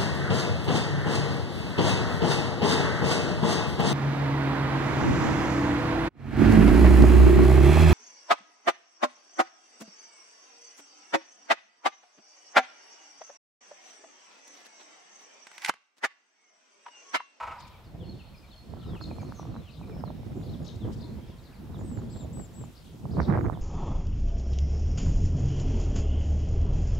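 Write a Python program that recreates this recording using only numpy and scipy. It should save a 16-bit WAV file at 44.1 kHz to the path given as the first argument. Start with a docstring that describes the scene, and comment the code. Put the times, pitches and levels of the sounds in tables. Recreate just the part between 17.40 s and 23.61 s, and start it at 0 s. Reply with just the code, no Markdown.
"""A woodpecker's last few blows ring a dead branch and echo through the trees. We stand at a winter
hedgerow beside a tin shed: small birds chirp, scold and whistle at several distances, and a nearer one
gives four thin, very high calls. Gusts cross the microphone, hardest near the end, their large eddies
rumbling and their small ones popping at the ports. Behind it all, dry twigs hiss over a soft far hush."""
import sys
import numpy as np
from scipy import signal
from scipy.io import wavfile

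SR = 44100
rng = np.random.default_rng(int(sys.argv[2]) if len(sys.argv) > 2 else 0)


def put_to_file(sound):
    """Save the sound as 16-bit audio at rate SR, in the file named by the first command-line argument."""
    columns = np.atleast_2d(sound).T  # one column per channel
    safe = np.clip(columns, -1, 1)
    whole_steps = np.round(safe * 32767)
    wavfile.write(sys.argv[1], SR, whole_steps.astype(np.int16))


N = 273861
TIME = np.arange(N) / SR

# Table levels are relative, ahead of the mix; pan is left minus right.
# how alike airborne noise is on the two channels: (frequency [Hz], likeness [0-1])
AIR_LIKENESS = [(60, 0.9), (500, 1), (2000, 0.21), (7000, 0.48), (9500, 0.56), (11500, 1)]


def woodpecker(level_db=7, low_cut_hz=520):
    """Off in the trees, the last blows of a drum roll ring a branch and echo through the wood."""
    # beak on dead wood: (time [s], level [dB])
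    knocks = [(0.001, 1.5), (0.027, 2.5), (0.069, 0.5), (0.111, -1.5)]
    # the branch's modes: (frequency [Hz], width [Hz], level [dB])
    branch = [(580, 340, -10.5), (800, 74, -1), (963, 71, 4.5), (1284, 72, 0), (1478, 26, -2),
              (2100, 500, -13), (2680, 520, -17.5), (4160, 2700, -32.5), (7260, 1500, -36)]
    blows, wood = np.full(N, 1e-18), 0
    for s, db in knocks:
        add(blows, s, from_db([db + level_db]))
    for k, (hz, width, db) in enumerate(branch):
        r = np.exp(-np.pi * width / SR)
        mode = signal.lfilter([1, 0, -1], [1, -2 * r * np.cos(2 * np.pi * hz / SR), r * r], blows)
        wood = wood + (-1) ** k * from_db(db) * (1 - r * r) / 2 * mode
    low_cut = signal.butter(2, low_cut_hz, "high", fs=SR, output="sos")  # a thin branch has little bass
    wood = panned(signal.sosfilt(low_cut, wood), pan_db=-0.3)
    return from_db(-9) * wood + from_db(2) * trees(wood, t60=0.1) + from_db(-2) * trees(wood, t60=0.82)


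def thin_calls(hook=0.2, drop=0.1, turn_s=0.0045):
    """The nearest bird: each pitch snaps up, sags slowly and drops away as the note closes."""
    # four high calls: (time [s], length [s], top [Hz], middle [Hz], late [Hz], level [dB], pan [dB])
    calls = [(4.434, .17, 8480, 7720, 7080, -61.5, 8), (4.696, .155, 7740, 7570, 7130, -57.5, 10),
             (4.929, .135, 8000, 7760, 7260, -53, 11), (5.137, .121, 7860, 7670, 7330, -56, 10)]
    out = np.zeros((2, N))
    for s, length, top, middle, late, db, pan_db in calls:
        u = progress(length)
        arch = 1 - hook * np.exp(-u * length / turn_s) - drop * np.exp((u - 1) * length / turn_s)
        swell = np.abs(np.sin(np.pi * u)) ** 0.25
        tone = syrinx(pitch_arc(u, top, middle, late) * arch, waver=0.0057, shimmer_db=1.5)
        add(out, s, panned(from_db(db - 1) * swell * tone, pan_db))
    return out


def phrases(pan_db=6):
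    """One bird repeats a slur and two soft pips from the same perch, left of the microphone."""
    # each repeat: (time [s], level [dB])
    repeats = [(.092, -60.5), (0.789, -61.5), (1.55, -59.5), (2.272, -61.5)]
    # its three notes: (delay [s], length [s], middle pitch [Hz], fall [Hz], level [dB])
    phrase = [(0, .037, 2700, 650, -1.5), (0.152, 0.021, 2410, 330, -3.5), (0.238, 0.033, 2335, 262, -5.5)]
    notes = [(s + delay, length, hz, fall, db + note_db, pan_db)
             for s, db in repeats for delay, length, hz, fall, note_db in phrase]
    return whistles(notes, waver=0.013, shimmer_db=0, bow=0.24)


def slurs(fall_hz=1030):
    """Lone whistles along the hedge all fall by the same step, so the short ones are the steepest."""
    # falling notes: (time [s], length [s], middle pitch [Hz], level [dB], pan [dB])
    calls = [(0.596, 0.061, 3150, -64.5, 9), (.705, 0.055, 3850, -71, 7), (1.101, 0.054, 3520, -63.5, 11),
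             (1.42, 0.036, 3100, -65, 7), (1.438, .125, 3580, -67.5, 8), (1.623, 0.023, 6600, -72, -2),
             (1.81, 0.03, 6500, -70, -2), (1.945, 0.083, 6100, -64.5, -3), (2.207, 0.12, 3180, -71, 6),
             (2.579, .037, 5180, -70, 13), (2.648, 0.055, 4040, -65.5, 11), (2.94, 0.13, 6960, -81, 5),
             (3.128, 0.023, 3630, -60.5, 8), (3.4, .06, 3430, -64.5, 6), (4.05, 0.034, 4000, -68.5, 10),
             (4.123, 0.027, 2400, -69, 1), (4.135, .038, 4360, -72, 6), (4.335, .042, 3580, -68.5, 6),
             (4.38, 0.047, 7070, -71, 7), (4.795, 0.039, 3650, -66, 7), (5.975, 0.11, 6660, -78, -2),
             (6.131, 0.037, 3440, -65.5, 4)]
    notes = [(s, length, hz, fall_hz, db, pan_db) for s, length, hz, db, pan_db in calls]
    return whistles(notes, waver=0.017, shimmer_db=1.5, bow=0.028)


def chirps(rasp_depth=0.1324):
    """Fast up-down-up sweeps on the left, roughened by a quick flutter of the pitch."""
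    # twittering: (time [s], length [s], top pitch [Hz], level [dB], rasp [0-1])
    calls = [(0.182, 0.054, 5480, -58, .55), (0.227, 0.034, 4710, -64, 0.71),
             (1.389, 0.052, 4800, -64.5, 0.43), (1.605, 0.067, 5400, -54.5, 0.23),
             (2.296, 0.1, 5000, -62, 0.74), (3.027, 0.09, 5100, -61.5, .3), (3.245, 0.045, 6250, -56.5, 1),
             (3.265, 0.046, 4900, -53.5, .43), (3.56, 0.071, 5780, -65, .6),
             (3.604, 0.05, 5270, -55.5, 0.4), (4.691, .1, 5200, -61.5, 0.58),
             (5.351, 0.035, 5700, -60, 0.36), (5.445, 0.045, 4220, -62.5, 0.35),
             (5.708, 0.068, 5610, -61, .55), (5.803, 0.034, 6270, -55.5, 0.5),
             (5.824, 0.038, 4970, -53.5, 0.53)]
    # the course of one chirp: (share of its length [0-1], pitch over top pitch [ratio], level [dB])
    zigzag = [(0, 0.6, -7.5), (0.119, .84, -5), (0.298, 0.99, -8), (0.439, .82, -3), (0.582, .67, -3.5),
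              (0.658, .68, -13), (0.798, .8, 1.5), (.92, 0.8, -14), (1, 0.91, -12)]
    share, pitch, level_db = np.transpose(zigzag)
    out = np.zeros(N)
    for s, length, top, db, rasp in calls:
        u = progress(length)
        tone = syrinx(top * np.interp(u, share, pitch), waver=rasp * rasp_depth, shimmer_db=1.5)
        add(out, s, from_db(db + np.interp(u, share, level_db)) * tone)
    return panned(out, pan_db=9)


def tiks():
    """A scolding bird gives dry, toneless bursts."""
    # alarm notes: (time [s], length [s], level [dB])
    alarms = [(0.193, 0.03, -56), (0.265, 0.028, -58.5), (3.242, 0.033, -61), (3.352, .015, -60),
              (3.516, 0.04, -56)]
    # their spectrum: (frequency [Hz], density [dB])
    colour = [(1500, -30), (3000, 0), (4500, -0.5), (7500, -6), (11000, -27), (15000, -26)]
    gate = np.zeros(N)
    for s, length, db in alarms:
        add(gate, s, from_db(db) * np.sin(np.pi * progress(length)))
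    noise = banded_noise(colour, AIR_LIKENESS, flicker_db=2, flicker_per_s=200)
    return panned(gate * noise, pan_db=5)


def chatter(count=45, first_s=0.4, last_s=4.6, low_hz=3000, high_hz=5200, pan_db=6):
    """Many birds deep in the hedge slip in faint, short falling notes."""
    notes = []
    for when, long, pitch, slope, loud in rng.random((count, 5)):
        s = first_s + when * (last_s - first_s)
        length = 0.02026 + 0.0356 * long
        hz = low_hz * (high_hz / low_hz) ** pitch
        fall = 0.345 * hz * (1 + slope) / 2
        notes.append((s, length, hz, fall, -77 + 4 * loud, pan_db))
    return whistles(notes, waver=0.035, shimmer_db=3, bow=0.058)


def far_notes(sag=0.0178):
    """Birds far off among the trees hold whistles that barely sag."""
    # held notes: (time [s], length [s], pitch [Hz], level [dB], pan [dB])
    calls = [(0.637, 0.126, 4285, -64, -3), (0.947, 0.082, 5020, -68, 8), (1.11, .13, 4300, -65, -4),
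             (1.324, 0.31, 1320, -67, -3), (1.611, 0.043, 4226, -57, -1), (1.853, 0.16, 5620, -75, 15),
             (1.94, 0.16, 1162, -64.5, 5), (2.133, 0.084, 4000, -68.5, 9), (2.435, .24, 5290, -73.5, 8),
             (3.193, .077, 6800, -79, 3), (3.615, 0.074, 952, -62.5, 3), (3.74, .21, 3230, -79.5, 6),
             (3.893, .1, 1035, -67.5, 3), (4.547, .17, 3290, -79, -2)]
    notes = [(s, length, hz, sag * hz, db, pan_db) for s, length, hz, db, pan_db in calls]
    return whistles(notes, waver=0.0098, shimmer_db=5.4, bow=0.055)


def wind(buffet_s=0.04, surge_db=1.7, surges_per_s=38):
    """One airflow over the microphone drives both rumble and flutter; single pops ride on top."""
    # wind strength at the microphone: (time [s], level [dB])
    strength = [(0.0, -59), (0.11, -55.5), (0.18, -61.5), (0.29, -53), (0.43, -54), (0.6, -38.5),
                (1.18, -58), (1.31, -41), (2.19, -37.5), (2.27, -47.5), (2.52, -38.0), (3.72, -37),
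                (4.08, -49), (4.39, -35.0), (5.29, -46), (5.36, -54.5), (5.96, -22), (6.2, -35.5)]
    # separate buffets: (time of crest [s], gain [dB])
    buffets = [(1.521, 8.5), (1.71, 7.0), (1.809, 6), (2.56, 4.5), (2.66, 4.5), (2.99, 5), (3.1, 6.5),
               (3.22, 3.5), (3.479, 8), (4.581, 5.0), (4.759, 5.5), (4.859, 4.5), (4.991, 9.5), (5.221, 9),
               (5.788, 11), (6.121, 2.5)]
    buffets_db = sum(db * np.exp(-((TIME - s) / buffet_s) ** 2) for s, db in buffets)
    wind_db = curve(strength) + buffets_db + surge_db * drift(surges_per_s)
    return rumble(wind_db) + flutter(wind_db) + pops()


def rumble(wind_db):
    """Large eddies buffet both microphone ports in lumps."""
    # their spectrum: (frequency [Hz], density [dB])
    colour = [(25, -21), (50, -6), (85, -0.5), (130, 0), (200, -4.5), (300, -10.5), (450, -19), (700, -24),
              (1200, -95)]
    # how alike the two ports feel them: (frequency [Hz], likeness [0-1])
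    likeness = [(30, 0.45), (90, 0.75), (180, 0.5), (400, 0.48)]
    noise = banded_noise(colour, likeness, flicker_db=3, flicker_per_s=40)
    return panned(from_db(wind_db - 1) * noise, pan_db=-2.1)


def flutter(wind_db, breeze_db=-38, spread_db=7.5):
    """Small eddies stream over the ports; faster wind makes them louder, denser and finer."""
    # choppiness, as small eddies above or below their usual share: (time [s], gain [dB])
    chop = [(0, -10), (1.5, 3.5), (2.2, 4.5), (3.1, -5), (3.7, -9), (4.5, 3), (4.95, -2.5), (5.25, 5.5),
            (5.7, -6), (5.96, -0.5), (6.08, -2), (6.21, -4)]
    excess_db = wind_db - breeze_db
    level_db = -63.5 + 1.66 * excess_db + curve(chop)
    speed_db = 0.7 * excess_db
    per_s = 120 * from_db(1.4 * speed_db)
    out = 0
    for hz, gain_db in [(380, 2), (880, 0), (1400, -11 + 0.72 * speed_db)]:
        sizes = from_db(spread_db * np.minimum(rng.exponential(1, (3, N)), 4))
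        signs = rng.choice([-1, 1], (3, N))
        arrivals = rng.random((3, N)) < per_s / SR
        hits = sizes * signs * arrivals / np.sqrt(per_s)
        ports = hits[:2] + 0.5 * hits[2]  # the third stream strikes both ports
        swings = signal.fftconvolve(ports, eddy(hz)[None], "same", axes=1)
        out = out + from_db(gain_db) * rms_one(swings)
    return panned(from_db(level_db) * out, pan_db=-7)


def pops(level_db=5, crest_s=0.0012):
    """The hardest eddies stand out as single soft pops, often on one side of the microphone."""
    # hard eddies: (time [s], level [dB], pitch [Hz], pan [dB])
    hard_eddies = [(1.337, -34.5, 695, -22), (1.534, -42, 790, -29), (1.611, -35, 1093, -16),
                   (1.713, -33, 655, -26), (1.784, -36, 780, -17), (1.831, -36.5, 700, 1.5),
                   (1.922, -35, 1060, 2.0), (1.996, -33, 790, 0), (2.03, -40, 875, 2.5),
                   (2.053, -39, 696, 0), (2.153, -40, 743, 1.0), (2.163, -37.5, 1020, -1),
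                   (2.413, -41, 821, 0.5), (2.566, -39, 703, -23), (2.638, -25.5, 755, -21),
                   (2.703, -34, 700, -23), (2.832, -43, 700, -13), (3.486, -40.5, 810, -0.5),
                   (4.413, -40, 670, -4), (4.588, -42, 720, 1), (5.238, -39.5, 830, -1.0),
                   (5.654, -32, 740, -20), (5.769, -29, 800, -25), (5.801, -18.5, 1075, -19),
                   (5.943, -31, 1030, 4), (5.974, -23.5, 930, 3), (6.098, -21.5, 869, -18),
                   (6.173, -37, 754, -9.0)]
    out = np.zeros((2, N))
    for s, db, hz, pan_db in hard_eddies:
        swing = eddy(hz)
        add(out, s + crest_s - len(swing) / 2 / SR, panned(from_db(db + level_db) * swing, pan_db))
    return out


def eddy(hz, width_cycles=0.59, rise=0.09):
    """The pressure swing of one vortex crossing a port: a cycle or two that quicken as it passes."""
    cycles = np.arange(-300, 301) / SR * hz
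    return np.sin(2 * np.pi * (cycles + rise * cycles ** 2)) * np.exp(-(cycles / width_cycles) ** 2)


def rustle():
    """Dry twigs hiss faintly as the breeze reaches the hedge."""
    # breeze in the twigs: (time [s], level [dB])
    breeze = [(0, -77), (1.2, -79), (1.75, -68), (2.2, -74), (3.3, -70), (4.0, -70.5), (4.7, -70),
              (5.4, -67), (5.8, -68), (6.21, -72)]
    # the hiss's spectrum: (frequency [Hz], density [dB])
    colour = [(1500, -3), (3000, 0), (6000, 5.5), (9000, -1), (15000, -3.5)]
    return from_db(curve(breeze)) * banded_noise(colour, AIR_LIKENESS, flicker_db=1.5, flicker_per_s=30)


def hush(level_db=-53):
    """The soft, low hush of the far fields."""
    # its spectrum: (frequency [Hz], density [dB])
    colour = [(25, 1), (70, 7.5), (130, -14), (320, -22.5), (700, -10), (1100, -18), (1600, -20.5),
              (2400, -22), (3800, -22.5), (5200, -30.5), (7000, -33.5), (10000, -39.5), (12500, -47),
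              (15500, -17)]
    return from_db(level_db) * banded_noise(colour, AIR_LIKENESS, flicker_db=1.5, flicker_per_s=8)


def trees(x, t60):
    """Trunks and twigs scatter a sound into a diffuse tail that falls 60 dB in t60 seconds."""
    t = TIME[:SR]
    scatter = rng.standard_normal((2, SR)) + 3 * rng.standard_normal(SR)  # mostly alike on both sides
    tail = scatter * from_db(-60 * t / t60) * (1 - np.exp(-t / 0.0047))
    return signal.fftconvolve(x, tail / np.sqrt(np.sum(tail ** 2) / 2), axes=1)[:, :N]


def reflections(x, count=6, first_s=0.012, last_s=0.04):
    """The shed wall and nearby trunks return a few separate echoes."""
    out = np.zeros((2, N))
    for delay in rng.uniform(first_s, last_s, count):
        add(out, delay, x / np.sqrt(count))
    return out


def whistles(notes, waver, shimmer_db, bow):
    """Each note swells and fades as its pitch falls; more bow levels the fall off sooner."""
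    out = np.zeros((2, N))
    for s, length, hz, fall_hz, db, pan_db in notes:
        u = progress(length)
        swell = np.sqrt(np.abs(np.sin(np.pi * u)))
        pitch = pitch_arc(u, hz + fall_hz * (0.5 + bow), hz, hz - fall_hz * (0.5 - bow))
        add(out, s, panned(from_db(db) * swell * syrinx(pitch, waver, shimmer_db), pan_db))
    return out


def syrinx(hz, waver, shimmer_db):
    """A bird's voice: a nearly pure tone whose pitch and strength tremble."""
    trembling_hz = hz * (1 + waver * drift(711.4, len(hz)))
    phase = 2 * np.pi * np.cumsum(trembling_hz) / SR
    return np.sqrt(2) * np.sin(phase) * from_db(shimmer_db * drift(132, len(hz)))


def pitch_arc(u, start, middle, end):
    """A parabola through three pitches."""
    return start * (1 - u) * (1 - 2 * u) + middle * 4 * u * (1 - u) + end * u * (2 * u - 1)


def progress(length):
    """Runs from 0 to 1 over a note."""
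    return np.linspace(0, 1, max(int(length * SR), 16))


def banded_noise(spectrum, likeness, flicker_db, flicker_per_s):
    """Half-octave bands of stereo noise, each with its own level, flicker and likeness; rms 1."""
    out, edges = 0, 22 * 2 ** np.arange(0, 9.6, 0.5)
    white = rng.standard_normal((2, 2, N))
    for k, (low, high) in enumerate(zip(edges, edges[1:])):
        if low > spectrum[-1][0]:
            break
        band = signal.butter(2, [low, high], "band", fs=SR, output="sos")
        mid, side = signal.sosfilt(band, white[k % 2])
        hz = np.sqrt(low * high)
        alike = at_hz(likeness, hz)
        gain = from_db(at_hz(spectrum, hz) + flicker_db * drift(flicker_per_s))
        out = out + gain * (np.sqrt(1 + alike) * mid + np.sqrt(1 - alike) * side * [[1], [-1]])
    return rms_one(out)


def drift(per_s, size=N):
    """A random wander of spread 1 with about per_s turns a second."""
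    steps = np.arange(size) * per_s / SR
    return np.interp(steps, np.arange(8192), rng.standard_normal(8192)) * np.sqrt(3 / 2)


def from_db(db):
    """Decibels to gain."""
    return 10 ** (np.asarray(db) / 20)


def rms_one(x):
    """Scale to unit power."""
    return x / np.sqrt(np.mean(x ** 2) + 1e-20)


def curve(rows):
    """Join (time [s], value) rows by straight lines."""
    return np.interp(TIME, *np.transpose(rows))


def at_hz(rows, hz):
    """Read (frequency [Hz], value) rows on a log-frequency axis."""
    frequencies, values = np.transpose(rows)
    return np.interp(np.log(hz), np.log(frequencies), values)


def panned(x, pan_db):
    """Place a sound with the left channel pan_db above the right."""
    return x * rms_one(from_db([[pan_db / 2], [-pan_db / 2]]))


def add(out, s, sound):
    """Mix a sound in at time s."""
    at = int(np.clip(round(s * SR), 0, N - 1))
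    out[..., at:at + sound.shape[-1]] += sound[..., :N - at]


def scene():
    """From the hedgerow: birds, the farthest with the longest echo, the fields' hush, and wind."""
    near = thin_calls()
    hedge = phrases() + slurs()
    twitter = chirps() + chatter()
    scold = tiks()
    far = far_notes()
    birds = near + from_db(-18) * trees(near, t60=0.55)
    birds += from_db(5.5) * hedge + from_db(-2.5) * reflections(hedge)
    birds += from_db(-4) * trees(hedge, t60=1)
    birds += from_db(3.5) * twitter + from_db(-15) * reflections(twitter)
    birds += from_db(1) * trees(twitter, t60=0.4)
    birds += scold + from_db(-27) * trees(scold, t60=0.31)
    birds += far + from_db(-3) * trees(far, t60=2.1)
    return birds + hush() + woodpecker() + rustle() + wind()


def record(dry, cutoff_hz=15750):
    """The recorder cuts the top steeply."""
    return signal.sosfilt(signal.ellip(12, 0.1, 70, cutoff_hz, fs=SR, output="sos"), dry)


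dry = scene()
out = record(dry)
put_to_file(out)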